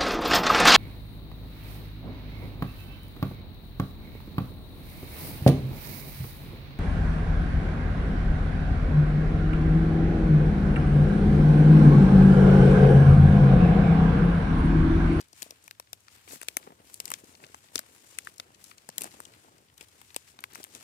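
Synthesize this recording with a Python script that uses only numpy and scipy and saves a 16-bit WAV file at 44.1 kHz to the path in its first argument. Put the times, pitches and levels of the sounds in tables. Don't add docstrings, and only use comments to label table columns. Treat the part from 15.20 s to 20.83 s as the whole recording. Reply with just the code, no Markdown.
import sys
import numpy as np
from scipy import signal
from scipy.fft import rfft, irfft, next_fast_len
from scipy.io import wavfile
from scipy.ndimage import uniform_filter1d

SR = 44100
rng = np.random.default_rng(int(sys.argv[2]) if len(sys.argv) > 2 else 0)


def digitize_waveform(pressure):
    field = np.atleast_2d(pressure).T
    bounded = np.clip(field, -1, 1)
    quanta = np.round(bounded * 32767).astype(np.int16)
    wavfile.write(sys.argv[1], SR, quanta)


N = 248283

# (time [s], tick level [dB], crack level [dB], crack pitch [Hz],
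# body level [dB], body pitch [Hz], knock level [dB], knock pitch [Hz])
TWIG_SNAPS = [(0.2209, -34, -32, 7800, -33.5, 2390, -43, 373),
              (0.2219, -36, -19, 6500, -43, 3040, -44, 390), (0.2288, -24, -24, 3900, -41, 3900, -39, 366),
              (0.308, -33.5, -28.5, 5300, -34.5, 4200, -42.5, 560),
              (0.4793, -37, -35, 5840, -41.5, 2280, -43, 910),
              (0.5108, -33.5, -29, 3580, -35, 2070, -44.5, 820),
              (0.599, -30, -27.5, 5430, -42, 1030, -35.5, 1015),
              (0.7312, -26, -22, 5530, -32, 3920, -36, 703),
              (0.883, -61, -38, 4400, -43, 1380, -49.5, 1190),
              (1.2149, -47, -24.5, 8790, -34, 1820, -37, 695),
              (1.231, -36, -24, 7300, -40, 1280, -39.5, 625),
              (1.285, -24, -15.5, 6910, -23, 2470, -34, 474),
              (1.3694, -11.5, -15.5, 6380, -22.5, 1946, -25.5, 637),
              (1.7422, -35, -21, 9600, -42.5, 4140, -58, 470),
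              (1.802, -23, -15.5, 4990, -34.5, 2490, -36, 670),
              (1.8557, -24.5, -22, 4970, -39, 2550, -47, 1000),
              (1.879, -40, -25, 7260, -42, 2900, -41.5, 437), (1.904, -24, -30, 9600, -39, 2280, -35, 895),
              (1.917, -21.5, -17, 8580, -25, 1240, -26, 1160),
              (1.939, -25.5, -16.5, 5260, -23, 2410, -40, 510),
              (2.239, -58, -47, 4000, -36, 1720, -45, 490),
              (2.3451, -53, -32.5, 6640, -40.5, 1960, -33, 870),
              (2.557, -19.5, -7, 5542, -26.5, 1750, -27.5, 367),
              (2.58, -47, -19.5, 4530, -32, 2810, -48, 920),
              (2.592, -20.5, -20.5, 5300, -41, 1480, -27, 662),
              (2.9868, -30, -15, 7840, -24, 2080, -42, 437),
              (3.072, -59, -33, 7870, -30.5, 1780, -32.5, 1215),
              (3.199, -33, -18.5, 4553, -33.5, 2430, -28, 1210),
              (3.6902, -30, -25.5, 6900, -33.5, 1260, -34.5, 333),
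              (3.782, -15, -23, 5320, -22.5, 2940, -38, 385),
              (3.8096, -25.5, -31, 9050, -40, 2700, -55, 400),
              (3.819, -42, -15, 8580, -34.5, 2420, -38, 430), (3.836, -39, -20, 8100, -43, 3080, -49, 385),
              (3.8427, -33, -21, 7600, -55, 2960, -32, 695),
              (4.0026, -40, -25.5, 8300, -34, 1340, -37, 455), (4.61, -61, -30, 7000, -38, 2350, -41, 470),
              (4.816, -39.5, -38, 3790, -43, 1890, -47, 810), (4.9452, -37, -30, 4400, -40, 2770, -48, 790),
              (4.9633, -21.5, -13.5, 7370, -26.5, 2580, -28, 530),
              (5.19, -61, -33, 3620, -53, 1240, -36, 930), (5.2395, -28, -21.5, 3320, -25, 1570, -33, 1020),
              (5.3556, -35, -29.5, 7740, -31, 1390, -36.5, 1020),
              (5.441, -26, -45, 8950, -40, 2890, -41.5, 561),
              (5.447, -46, -33, 7060, -40.5, 2480, -44, 1042),
              (5.5501, -46, -24.5, 6900, -40.5, 3260, -72, 993)]
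# (time [s], level [dB], pitch [Hz])
WET_POPS = [(0.132, -46.5, 580), (0.263, -42.5, 254), (0.322, -45, 636), (1.132, -34, 280),
            (1.0764, -41, 487), (1.1562, -36, 940), (1.474, -32.5, 430), (1.505, -37.5, 400),
            (1.5215, -37.5, 397), (1.601, -43.5, 250), (2.038, -39.5, 189), (2.23, -43.5, 330),
            (2.561, -34.5, 165), (3.8455, -46, 730), (3.8542, -34.5, 780), (3.8742, -38, 810),
            (3.941, -39.5, 294), (4.247, -48, 654), (4.628, -46.5, 394), (5.33, -41, 460),
            (5.3865, -43, 252), (5.402, -37, 350)]
# (time [s], level [dB], pitch [Hz])
FAINT_CRACKS = [(0.0075, -36, 4430), (0.0125, -36.5, 7840), (0.1302, -38.5, 5600), (0.4405, -42.5, 7900),
                (0.4674, -53, 7340), (1.078, -40.5, 2180), (1.109, -37, 2960), (1.226, -35.5, 4500),
                (1.4283, -42.5, 2800), (2.042, -44, 7550), (2.1515, -40.5, 4030), (2.2455, -39, 2630),
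                (2.266, -41.5, 5100), (2.5635, -42, 6500), (3.048, -40, 8240), (3.14, -47, 6740),
                (3.16, -49, 7640), (3.181, -35.5, 7040), (3.347, -41.5, 4000), (3.441, -33.5, 7740),
                (3.5142, -36, 2180), (3.581, -38.5, 5100), (3.6996, -40, 4560), (3.8165, -32, 9000),
                (3.877, -48, 5670), (3.9154, -43.5, 3350), (4.0526, -34, 5030), (4.1375, -42.5, 2800),
                (4.5786, -38.5, 6900), (4.6135, -40, 3400), (4.6275, -44, 5460), (4.685, -46.5, 7000),
                (4.9046, -41.5, 2600), (5.205, -38, 11400), (5.321, -44, 4100), (5.334, -39, 7700),
                (5.3495, -32, 4880), (5.4312, -34, 5430)]
# (time [s], lag [ms])
FOOT_LAG = [(0, 0.31), (1.2, 0.49), (1.9, 0.4), (2.3, 0.5), (3.1, 0.54), (3.9, 0.37), (4.98, 0.34),
            (5.2, 0.43)]
# (time of full pressure [s], hold [s], relative rustle level [dB], relative squash level [dB])
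SOLE_PRESSES = [(0.005, 0.0037, -52, -48.5), (0.165, 0.031, -52.5, -76), (0.217, 0.019, -48, -72),
                (0.453, 0.014, -57.5, -58), (0.922, 0.069, -58.5, -63), (1.108, 0.032, -45.5, -45),
                (1.46, 0.042, -65, -50), (1.883, 0.11, -53, -52), (2.231, 0.011, -56, -42.5),
                (2.553, 0.011, -48, -58), (3.063, 0.025, -54.5, -75), (3.413, 0.093, -55, -77),
                (3.796, 0.067, -49, -42.5), (4.614, 0.0084, -51, -55), (5.095, 0.017, -57.5, -78),
                (5.342, 0.079, -52, -58), (5.554, 0.012, -49, -44.5)]
# (time [s], relative rustle level [dB], relative squash level [dB])
LITTER_SHIFT = [(0.0, -69, -68), (0.3, -59.5, -58.5), (0.55, -66, -68), (0.7, -66, -66.5),
                (0.85, -61.5, -64.5), (1.2, -55, -63.5), (1.41, -57.5, -50), (1.58, -63.5, -55.5),
                (1.68, -54.5, -53.5), (2.1, -58, -53.5), (2.5, -59.5, -55.5), (2.98, -54.5, -54.5),
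                (3.3, -63.5, -54), (3.72, -60.5, -58), (3.931, -54.5, -50), (4.32, -60, -51.5),
                (4.5, -68.5, -61.5), (4.68, -60.5, -59), (5.05, -56, -60.5), (5.17, -64.5, -58),
                (5.63, -54, -51.5)]
# (frequency [Hz], relative level [dB])
RUSTLE_SPECTRUM = [(400, -31), (800, -8), (3500, -2.5), (6000, 2.5), (7800, 4.5), (9500, 1.5), (15500, 0.5)]
# (frequency [Hz], relative level [dB])
SQUASH_SPECTRUM = [(120, -15.5), (300, 0.5), (600, -3.5), (1300, 1.5)]
# (frequency [Hz], gain [dB])
PORT_SHADOW = [(60, -4), (400, -1.5), (1300, -4), (4400, -5.5), (8000, -8.5), (15000, -4.5)]
# (frequency [Hz], relative level [dB])
AIR_SPECTRUM = [(20, -43), (50, -9.5), (80, 1.5), (110, 2.5), (200, -11.5), (1140, -19), (2200, -20.5),
                (8000, -19.5), (11000, -25.5), (15500, -25)]
# (frequency [Hz], correlation [0-1])
AIR_CORRELATION = [(60, 0.92), (300, 0.1), (1500, 0.031), (8000, 0.0067)]
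# (frequency [Hz], width [Hz], level [dB])
HUM_RESONANCES = [(86.6, 16, -76)]

CRACK_SHADOW_DB, BODY_SHADOW_DB, KNOCK_SHADOW_DB = -17, -7.5, -4
PRESS_S, LIFT_S = 0.051, 0.058
SHORT = 3000
SHORT_T = np.arange(SHORT) / SR


def twig_snaps():
    out = np.zeros((2, N))
    for s, tick_db, crack_db, crack_hz, body_db, body_hz, knock_db, knock_hz in TWIG_SNAPS:
        crack = 0.47 * burst(0.00029, 0.0034, 0.7 * crack_hz, min(1.616 * crack_hz, 16500))
        crack += 0.36 * tearing(crack_hz)
        tick = amp(tick_db) * (1.21 * click(6700, 15280) + 0.067 * burst(0.00048, 0.077, 7700, 15000))
        crack += amp(-32.5) * burst(0.00043, 0.1, 2200, 13600)
        body = 1.1 * burst(0.0008, 0.007, 0.65 * body_hz, 1.5 * body_hz)
        body += 2.6 * ring(body_hz, t60=0.0055, glide=0.17)
        knock = dull_knock(knock_hz) + 0.31 * ring(201, t60=0.011, glide=0.98)
        scatter = burst(0.00013, 0.02, 0.42 * crack_hz, 11850)
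        parts = amp([[crack_db], [body_db], [knock_db]]) * [crack, body, knock]
        right = amp([CRACK_SHADOW_DB, BODY_SHADOW_DB, KNOCK_SHADOW_DB]) @ parts
        right += amp(crack_db + CRACK_SHADOW_DB) * scatter
        right += amp(-8.5) * tick
        add_at_ports(out, s, parts.sum(axis=0) + tick, right)
    return out


def tearing(hz, peak_s=0.0013):
    wobble = np.cumsum(rng.normal(0, 0.07, size=SHORT))
    sweep = 0.000495 * (1 - np.exp(-SHORT_T / 0.00056))
    envelope = (SHORT_T / peak_s * np.exp(1 - SHORT_T / peak_s)) ** 2.05
    return np.sin(2 * np.pi * hz * (SHORT_T + sweep) + wobble) * envelope


def burst(rise_s, t60, low_hz, high_hz):
    envelope = (1 - np.exp(-SHORT_T / rise_s)) ** 2 * amp(-60 * SHORT_T / t60)
    noise = rng.standard_normal(SHORT) * envelope
    spurt = falling(bandpass(noise, low_hz, high_hz, order=3), high_hz)
    return spurt / np.sqrt(uniform_filter1d(spurt ** 2, size=44).max() * 2)


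def click(low_hz, high_hz):
    impulses = np.zeros(SHORT)
    impulses[[0, *rng.integers(4, 40, size=3)]] = [1, *rng.uniform(-.45, .45, size=3)]
    x = falling(bandpass(impulses, low_hz, high_hz), high_hz)
    return x / np.abs(x).max()


def ring(hz, t60, glide, lag_s=0.00069):
    t = np.maximum(SHORT_T - lag_s, 0)
    phase = 2 * np.pi * hz * (t + glide * 0.00067 * (1 - np.exp(-t / 0.00027)))
    return np.sin(phase) * (1 - np.exp(-t / 0.0008)) * amp(-60 * t / t60)


def dull_knock(hz):
    noise = burst(0.0005, 0.012, 0.45 * hz, 2.4 * hz)
    return 0.75 * noise + 1.7 * ring(hz, t60=0.011, glide=0.8, lag_s=0)


def falling(x, top_hz, floor_hz=2500, s_per_octave=0.0009):
    hz = np.fft.rfftfreq(2 * SHORT, 1 / SR)
    octaves_down = np.log2(max(top_hz, floor_hz) / np.maximum(hz, floor_hz)).clip(0)
    phase = 2 * np.pi * np.cumsum(s_per_octave * octaves_down) * hz[1]
    return irfft(rfft(x, 2 * SHORT) * np.exp(-1j * phase))[:SHORT]


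def wet_pops():
    out = np.zeros((2, N))
    for s, level_db, hz in WET_POPS:
        thud = 0.8 * dull_knock(hz) + 0.45 * burst(0.002, 0.022, 150, 750)
        pop = amp(level_db) * (thud + 0.15 * burst(0.0005, 0.006, 1100, 3000))
        add_at_ports(out, s, pop, amp(KNOCK_SHADOW_DB) * pop)
    return out


def faint_cracks():
    out = np.zeros((2, N))
    draws = rng.uniform([0.002, -58, 0], [N / SR - 0.008, -47.5, 2.2], size=(60, 3))
    faintest = [(s, level_db, 1800 * 2 ** octaves) for s, level_db, octaves in draws]
    for s, level_db, hz in [*FAINT_CRACKS, *faintest]:
        fizz = 0.75 * burst(0.00092, 0.011, 0.5 * hz, min(1.657 * hz, 17000))
        edge = 0.7 * click(0.66 * hz, min(2.12 * hz, 16000))
        tone = 1.3 * ring(hz, t60=0.0024, glide=0.31, lag_s=0)
        crack = amp(level_db) * (fizz + edge + tone)
        add_at_ports(out, s, crack, amp(-9) * crack)
    return out


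def wet_leaves():
    rustle_db, squash_db = tread_levels()
    friction = np.array([grains(per_s=16000, spread_db=4.0) for _ in range(3)])
    rustle = unit_rms(colour(friction, RUSTLE_SPECTRUM))
    flicker_db = 1.5 * drift(90) + 2.2 * drift(300)
    bands = [(500, 2500, -0.23), (2500, 5500, 0.19), (5500, 10000, 0.22), (10000, 20000, 0.46)]
    patches = 0
    for low_hz, high_hz, brighten in bands:
        small_ticks = 0.49 * grains(per_s=490, spread_db=4.5) * [[1], [0], [0]]
        band = bandpass(rustle + small_ticks, low_hz, high_hz)
        band_db = rustle_db + brighten * (rustle_db + 35)
        band *= amp(band_db + flicker_db + 2.2 * drift(25))
        patches = band - patches
    wet = squash() * amp(squash_db - 9.5 + 0.86 * drift(40))
    left, right = 0.53 * patches[0] + 1.347 * patches[1:] + wet
    return np.array([left, colour(right, PORT_SHADOW, lag_s=17 / SR)])


def squash(ring_cycles=5):
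    out = 0
    for hz in np.geomspace(150, 1200, num=10):
        decay = amp(-60 * hz / (ring_cycles * SR))
        pops = grains(per_s=110, spread_db=4.5) + 0.086 * rng.standard_normal(N)
        soft_contact = signal.lfilter([1], [1, -decay], pops)
        ringing = signal.lfilter([1, -1], resonance(hz, decay), soft_contact)
        out += amp(at_hz(SQUASH_SPECTRUM, hz)) * unit_rms(ringing)
    return unit_rms(out)


def tread_levels():
    t = np.arange(N) / SR
    shift_s, *shift_db = np.transpose(LITTER_SHIFT)
    power = amp([np.interp(t, shift_s, level_db) for level_db in shift_db]) ** 2
    for s, hold_s, *press_db in SOLE_PRESSES:
        before = np.maximum(s - t, 0) / PRESS_S
        after = np.maximum(t - s - hold_s, 0) / LIFT_S
        loss_db = 20 * (before + after) ** 1.03
        power += amp(np.c_[press_db] - loss_db) ** 2
    return 10 * np.log10(power)


def forest_air(level_db=-67):
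    mid, side = rng.standard_normal((2, N))
    mid = colour(mid, [(hz, 10 * np.log10(1 + alike)) for hz, alike in AIR_CORRELATION])
    side = colour(side, [(hz, 10 * np.log10(1 - alike)) for hz, alike in AIR_CORRELATION])
    return amp(level_db) * unit_rms(colour(np.array([mid + side, mid - side]), AIR_SPECTRUM))


def far_hum():
    out = 0
    for hz, width_hz, level_db in HUM_RESONANCES:
        decay = np.exp(-np.pi * width_hz / SR)
        drone = signal.lfilter([1, 0, -1], resonance(hz, decay), rng.standard_normal(N))
        out += amp(level_db) * unit_rms(drone)
    return out


def add_at_ports(out, s, left, right):
    start = round((s - 0.001) * SR)
    lag_ms = np.interp(s, *np.transpose(FOOT_LAG))
    for port, at, x in zip(out, [start, start + round(lag_ms / 1000 * SR)], [left, right]):
        port[at:at + SHORT] += x[:N - at]


def grains(per_s, spread_db):
    sizes = amp(spread_db * np.minimum(rng.exponential(1, N), 5)) * rng.choice([-1, 1], N)
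    return sizes * (rng.random(N) < per_s / SR)


def drift(per_s):
    knots = rng.standard_normal(int(N / SR * per_s) + 2)
    return np.interp(np.arange(N) / SR * per_s, np.arange(len(knots)), knots)


def colour(x, spectrum, lag_s=0):
    size = next_fast_len(N + 4096)
    hz = np.fft.rfftfreq(size, 1 / SR)
    response = amp(at_hz(spectrum, hz)) * np.exp(-2j * np.pi * hz * lag_s)
    return irfft(rfft(x, size) * response, size)[..., :N]


def at_hz(spectrum, hz):
    knots_hz, levels_db = np.transpose(spectrum)
    return np.interp(np.log(np.maximum(hz, 1)), np.log(knots_hz), levels_db)


def bandpass(x, low_hz, high_hz, order=2):
    return signal.sosfilt(signal.butter(order, [low_hz, high_hz], "band", fs=SR, output="sos"), x)


def resonance(hz, decay):
    return [1, -2 * decay * np.cos(2 * np.pi * hz / SR), decay ** 2]


def amp(db):
    return 10 ** (np.asarray(db) / 20)


def unit_rms(x):
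    return x / np.sqrt(np.mean(x ** 2) + 1e-20)


def scene():
    return twig_snaps() + wet_pops() + faint_cracks() + wet_leaves() + forest_air() + far_hum()


def record(dry):
    bass_hz, top_hz, cutoff_hz = 55, 15300, 16900
    x = signal.sosfilt(signal.butter(2, bass_hz, "high", fs=SR, output="sos"), dry)
    x = signal.sosfilt(signal.butter(14, top_hz, fs=SR, output="sos"), x)
    return signal.sosfilt(signal.cheby2(12, 60, cutoff_hz, fs=SR, output="sos"), x)


dry = scene()
out = record(dry)
digitize_waveform(out)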